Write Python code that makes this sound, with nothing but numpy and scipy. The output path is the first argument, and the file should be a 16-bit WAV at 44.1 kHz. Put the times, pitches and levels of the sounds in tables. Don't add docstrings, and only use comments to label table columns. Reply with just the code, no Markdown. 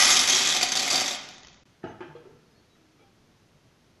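import sys
import numpy as np
from scipy import signal
from scipy.fft import rfft, irfft
from scipy.io import wavfile
from scipy.ndimage import uniform_filter1d

SR = 44100
rng = np.random.default_rng(int(sys.argv[2]) if len(sys.argv) > 2 else 0)


def rack_gain(trim_db):
    fader = np.asarray(trim_db, float)
    return 10 ** (fader / 20)


def waveform_to_disk(signal):
    frames = np.transpose(np.atleast_2d(signal))
    scaled = np.clip(frames, -1, 1) * 32767
    samples = np.round(scaled).astype(np.int16)
    wavfile.write(sys.argv[1], SR, samples)


N = 176400

# t/s, level/dB, fall/(dB per s)
SURGES = [(0, -18, 24), (.1, -19, 24), (0.237, -23, 204), (0.275, -23.5, 38), (0.304, -20, 28),
          (.45, -23, 18), (.575, -27.5, 89), (0.613, -23.5, 18), (0.643, -27, 197), (0.689, -28, 147.5),
          (0.717, -24, 296.5), (0.753, -24, 27), (.868, -28, 28), (.9, -25, 2), (1.018, -28, 45),
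          (1.147, -41, 205.5), (1.2, -47.5, 41), (1.307, -49.5, 63)]
# t/s, peak level/dB, ring f/Hz
LOUD_KERNELS = [(0.0104, -8.5, 5450), (0.0224, -6.5, 5260), (0.045, -7, 6240), (0.0536, -6, 7100),
                (0.0654, -9.5, 5230), (0.0844, -21, 5210), (0.1037, -4.5, 7050), (0.1214, -7.5, 6230),
                (0.1427, -11, 5000), (0.1694, -6.5, 6540), (0.1921, -6, 6000), (0.2093, -9, 5800),
                (0.2374, -11, 3360), (0.2753, -6, 6260), (0.2875, -7, 5200), (0.3018, -5, 6300),
                (0.329, -9.5, 3120), (0.363, -15, 3830), (0.3986, -12, 6610), (0.4512, -11.5, 3730),
                (0.4729, -6.5, 6630), (0.49, -10, 6000), (0.5233, -12.5, 3270), (0.548, -19, 3700),
                (0.5657, -8.5, 6110), (0.612, -8.5, 2350), (0.6295, -5, 4760), (0.6873, -14.5, 6430),
                (0.7209, -9.5, 6260), (0.7592, -13.5, 5800), (0.7716, -7.5, 4750), (0.795, -9.5, 4630),
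                (0.83, -15, 6150), (0.8684, -16.5, 3540), (0.8784, -11, 2160), (0.9022, -9, 4730),
                (0.9108, -8, 4800), (0.9415, -14, 4650), (0.9573, -9, 4680), (0.9818, -12.5, 3680),
                (1.0084, -10, 6410), (1.0594, -13.5, 3660), (1.08, -10, 6230), (1.109, -18.5, 3640),
                (1.1482, -17.5, 3300)]
# t/s, peak level/dB
BOUNCES = [(1.2884, -28.5), (1.342, -42), (1.3594, -60), (1.381, -34), (1.4326, -34), (1.4477, -34.5),
           (1.4703, -33.5), (1.4838, -37.5), (1.516, -55.5), (1.53, -43), (1.5437, -39.5)]
# f/Hz, width/Hz, level/dB
CHAMBER = [(781, 14, -7), (1307, 29.3, -10.5), (2492, 56, 0.5), (3165, 38, 1.5), (3390, 13, -2),
           (3685, 30, -1), (4677, 45, -6.5), (5000, 190, -0.5), (5550, 200, 4), (6090, 340, 8),
           (6300, 280, 2), (7580, 170, 7.5), (9000, 190, -19.5), (10570, 70, -10)]
# f/Hz, width/Hz, level/dB
HOUSING = [(275, 35, -9.5), (370, 51, -7.5), (474, 31, -21), (634, 93, -21), (754, 31, -10),
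           (837.6, 47, -8.5), (1210, 33, -5), (1462, 34, -7.5), (1908, 40, -5), (2167, 78, 1)]
# f/Hz, level/dB
CRACK = [(100, -32.5), (300, -21.5), (1000, -10.5), (2500, -6.5), (6300, -3), (7800, -11), (9300, -21.5),
         (10800, -17.5)]
# t/s, length/s, f/Hz, width/Hz, level over the stream/dB
PANELS = [(-.1, 0.32, 5260, 249.7, 2.5), (-.1, 0.45, 10720, 506.5, 7.5), (-.1, 0.25, 1226, 90.7, 6),
          (.095, 0.08, 6500, 251, 9), (.15, 0.033, 3325, 150, 9.5), (-.05, .1, 2000, 200, 3),
          (.27, .085, 6400, 300, 7.5), (.305, 0.053, 3230, 90, 11), (.35, 0.025, 5600, 199.7, 9),
          (.42, .15, 3400, 250, 1.5), (.55, 0.13, 730, 50, 10.5), (.6, 0.046, 4650, 201.6, 6.5),
          (.74, 0.061, 3702, 150, 5), (.86, .15, 735, 40.13, 7), (.89, 0.13, 4670, 200, 6),
          (.93, .07, 3720, 80, 4.5), (1.14, .08, 2510, 80, 8), (1.15, .25, 170, 40.1, 13),
          (1.36, .09, 730, 90, 12)]
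# t/s, peak level/dB, tilt/(dB per octave), chatter t60/s, thin rim level/dB
KNOCKS = [(1.815, -71, -12, 0.026, -7), (1.831, -43, 2, 0.15, 4), (1.839, -25, -1.5, 0.3, 0.5),
          (1.872, -38, -3.5, 0.13, -1), (1.90, -34, -5, 0.25, 2), (2.006, -32, -2.5, 0.26, 1),
          (2.029, -38, -1, 0.17, 5), (2.10, -45, -4, .12, .6), (2.152, -44, -4, 0.3, 10),
          (2.201, -51, -5, 0.16, 8), (2.254, -50, -6, 0.1, 8), (2.274, -52, -8, .1, 8),
          (2.313, -54, -9, 0.05, .6), (2.414, -58, -3, 0.021, -5), (2.52, -63, -1, .5, -5),
          (2.751, -62, -2, 0.3, -4), (2.994, -53, -4, 0.3, 8), (3.37, -62, -3, 0.15, .6)]
# f/Hz, level/dB, t60/s
CUP = [(274, -5.5, 0.046), (364, -4, 0.043), (478.3, -8, 0.038), (645, -3.5, 0.024), (802, -7, 0.045),
       (878, -4, 0.072), (1278, -0.5, 0.028), (1393, -1.5, 0.033), (112, -12.5, 0.095), (1573, -0.5, 0.025),
       (1742, -5, 0.038), (1960, -5.5, 0.033)]
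# f/Hz, level/dB, t60/s
LID = [(2200, -7, .015), (2400, -10, .015), (2560, -10, .02), (2780, -10, .02), (2900, -13, .025),
       (3070, -13, .03), (3270, -12, .03), (3500, -13, .015), (3700, -15, .012), (4070, -17, .02),
       (4600, -23, .008), (5500, -28, .008), (7100, -32, .006)]
# t/s, f/Hz, peak level/dB, t60/s
ROCKS = [(1.84, 645, -38, .12), (1.873, 860, -40, .1), (2.005, 366, -36, .16), (2.11, 880, -49, .3),
         (2.151, 478, -39, .2), (2.08, 150, -48, .8), (2.152, 3270, -55, .12), (2.155, 1750, -56, .15),
         (2.25, 1340, -58, .4), (2.254, 395, -42, .09), (2.27, 400, -43, .08), (2.292, 441, -47, .15),
         (2.313, 420, -47, .05), (1.885, 110, -46, .25), (3.0, 440, -56, .15)]
# t/s, length/s, f/Hz, level/dB
SQUEAKS = [(1.865, .07, 6250, -66), (2.03, .06, 5500, -74), (2.45, .08, 4400, -76), (2.505, .06, 5050, -73),
           (2.545, .065, 4370, -67), (2.62, .04, 4420, -76), (2.695, .065, 3920, -68),
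           (2.985, .065, 2320, -64), (3.02, .085, 800, -62), (2.99, .095, 3320, -72), (2.77, .2, 315, -63)]
# f/Hz, t60/s
ROOM = [(150, 1), (500, 0.89), (1500, 0.9), (3500, 0.6), (8000, 0.1), (11000, 0.049)]
# f/Hz, level/(dB per Hz)
HUSH = [(30, -13), (116, -2), (280, -6.5), (500, -12.5), (1000, -18), (6300, -25.5), (7800, -35),
        (12600, -37)]

CUT_S = 1.635
RISE_S = 0.00024
LEAD = 64
TICK_LEN = 4096


def level(x, db):
    return x * rack_gain(db) / np.sqrt(np.mean(x ** 2))


def colour(x, table):
    hz, db = np.array(table).T
    f = np.arange(len(x) // 2 + 1) * SR / len(x) + 1
    gain = rack_gain(np.interp(np.log(f), np.log(hz), db))
    return irfft(rfft(x) * gain, len(x))


def butter(x, order, hz, kind="low"):
    return signal.sosfilt(signal.butter(order, hz, kind, fs=SR, output="sos"), x)


def burst(t60, size):
    return rng.standard_normal(size) * rack_gain(-60 * np.arange(size) / SR / t60)


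def rings(hz, db, t60, size=8192):
    t = np.arange(size) / SR
    hz, db, t60 = (np.reshape(v, (-1, 1)) for v in (hz, db, t60))
    return (rack_gain(db - 60 * t / t60) * np.sin(2 * np.pi * hz * t)).sum(axis=0)


def place(out, s, sound, db):
    start = int(s * SR)
    return out + np.pad(sound * rack_gain(db) / np.abs(sound).max(), (start, N))[:N]


def walk(rate):
    k = int(SR / rate)
    steps = np.repeat(rng.standard_normal(N // k + 1), k)
    return 1.3 * uniform_filter1d(uniform_filter1d(steps, k), k)[:N]


def pour():
    t = np.arange(N) / SR
    flow = stream()
    third = N // 3
    flow = flow + np.pad(panels(flow[:third]), (0, N - third))
    boom = butter(flow, 2, 930)
    flow = flow + boom * (rack_gain(7.5 * np.minimum(t, 1.3)) - 1)
    surges = np.array(SURGES)
    start, db, fall = surges[np.searchsorted(surges[1:, 0], t)].T
    loudness = uniform_filter1d(rack_gain(db - fall * (t - start)), size=64)
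    out = level(flow, -1.95) * loudness * (t < CUT_S)
    for s, db, hz in LOUD_KERNELS:
        out = place(out, s - LEAD / SR, loud_kernel(hz), db - 3.5)
    for s, db in BOUNCES:
        out = place(out, s - LEAD / SR, tick(), db - 2.5)
    return out


def stream():
    hits_per_s, scatter_db, spots = 1100, 0.5, 32
    out = np.zeros(N)
    for _ in range(spots):
        hit = rng.random(N) < hits_per_s / spots / SR
        strength = rack_gain(scatter_db * np.minimum(rng.exponential(size=N), 3))
        out = out + signal.fftconvolve(hit * strength, tick())[:N]
    return np.roll(out, -TICK_LEN)


def loud_kernel(hz):
    delay = int(.004 * SR * (.5 + rng.random()))
    own_ring = level(rings(hz, 0, .014, size=TICK_LEN), -33.5)
    return tick() + rack_gain(0.5) * np.roll(tick(), delay) + np.roll(own_ring, LEAD)


def tick():
    spot_db, stiff_hz = 10, 3000
    hz, width, db = np.array(CHAMBER + HOUSING).T
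    rise = 1 - np.exp(-np.arange(TICK_LEN) / SR / RISE_S)
    free = np.clip(hz / stiff_hz, .3, 1)
    spot_hz = hz * (1 + .025 * free * rng.standard_normal(len(hz)))
    spot_level = db + spot_db * free * rng.standard_normal(len(hz))
    ring = rings(spot_hz, spot_level, 2.4 / np.maximum(width, 40), size=TICK_LEN)
    crack = colour(np.roll(burst(.011, TICK_LEN) * rise, LEAD), CRACK)
    return level(crack, -36) + np.roll(level(ring * rise, -39.5), LEAD)


def panels(flow):
    t = np.arange(len(flow)) / SR
    out = np.zeros(len(flow))
    for s, length, hz, width, db in PANELS:
        swell = np.sin(np.pi * np.clip((t - s) / length, 0, 1)) ** .5
        b, a = signal.iirpeak(hz, hz / width, fs=SR)
        out = out + rack_gain(db) * swell * signal.lfilter(b, a, flow)
    return out


def cup():
    hz, db, t60 = np.tile(np.array(CUP + LID).T, 2)
    detune, spot_db, rim_hz = 0.013, 4, 2200
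    out = np.zeros(N)
    for s, peak_db, tilt_db, chatter_s, rim_db in KNOCKS:
        shift, spot, side = rng.standard_normal((3, len(hz)))
        tilt = tilt_db * np.log2(np.maximum(hz, 400) / 500)
        mode_db = db + tilt + rim_db * (hz > rim_hz) + spot_db * spot
        body = rings(hz * (1 + detune * shift) * np.sign(side), mode_db, t60, size=4096)
        push = burst(chatter_s, 16384) * rng.random(16384) ** 2 * rack_gain(2.5)
        push[:24] += np.hanning(24)
        out = place(out, s, signal.fftconvolve(push, body), peak_db + 0.2)
    for s, ring_hz, peak_db, ring_s in ROCKS:
        rock = signal.fftconvolve(rings(ring_hz, 0, ring_s), np.hanning(48))
        out = place(out, s, rock, peak_db)
    return butter(out, 6, 7500)


def squeaks():
    t, out = np.arange(N) / SR, np.zeros(N)
    for s, length, hz, db in SQUEAKS:
        u = np.clip((t - s) / length, 0, 1)
        loudness = rack_gain(db + 1.5 * walk(60)) * np.sin(np.pi * u) ** .5
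        pitch = hz * (1 - .012 * u) + 36 * walk(130) * min(hz / 2000, 1)
        out = out + loudness * np.sin(2 * np.pi * np.cumsum(pitch) / SR)
    return out


def room(x):
    tail = np.zeros(32768)
    for hz, t60 in ROOM:
        tail = tail + butter(burst(t60, 32768), 2, [hz / 1.615, hz * 1.77], "band")
    tail = np.pad(level(tail, -52.5), (int(.004 * SR), 0))
    before = x[8191::-1]
    return signal.fftconvolve(np.r_[before, x], tail)[len(before):len(before) + N]


def hush():
    x = level(colour(rng.standard_normal(N), HUSH), -61)
    low = signal.sosfiltfilt(signal.butter(2, 600, fs=SR, output="sos"), x)
    deep = signal.sosfiltfilt(signal.butter(2, 55, fs=SR, output="sos"), x)
    duck = np.where(np.arange(N) < CUT_S * SR, rack_gain(-9 + 11 * walk(1.3)), 1)
    return x - low + (low - deep + deep * duck) * rack_gain(1.6 * walk(30))


def shred_treble(x):
    pour_top_hz, creep_hz_s, tail_top_hz = 11700, 420, 7200
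    shred_width_hz, shreds_per_s, shred_db = 200, 14, -12
    hz, t, z = signal.stft(x, SR, nperseg=1024)
    row, column = (hz / shred_width_hz).astype(int), (t * shreds_per_s).astype(int)
    luck = rng.random((200, 200))[row][:, column]
    starve = np.clip((t - 1.18) / .3, .03, .84)
    hz = hz[:, None]
    keep = (hz < pour_top_hz + creep_hz_s * t) & ((hz < tail_top_hz) | (luck > starve))
    gain = np.where(hz < tail_top_hz, 1, rack_gain(shred_db * starve))
    return signal.istft(z * keep * gain, SR, nperseg=1024)[1][:N]


def scene():
    mic_low_hz, chute_low_hz = 93, 123
    kernels = butter(butter(pour(), 2, chute_low_hz, "high"), 3, mic_low_hz, "high")
    knocks = butter(cup(), 3, mic_low_hz, "high")
    echoes = room(kernels + rack_gain(-3) * knocks)
    return (kernels + knocks + echoes + squeaks() + hush())[None]


def top_cut(x):
    return signal.sosfilt(signal.butter(12, 12830, fs=SR, output="sos"), x)


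def record(dry):
    t = np.arange(N) / SR
    dip = np.where(t < CUT_S + .0195, rack_gain(-20), 1)
    mix = np.where(t < CUT_S, shred_treble(dry[0]), dry * dip)
    return top_cut(mix)


dry = scene()
out = record(dry)
waveform_to_disk(out)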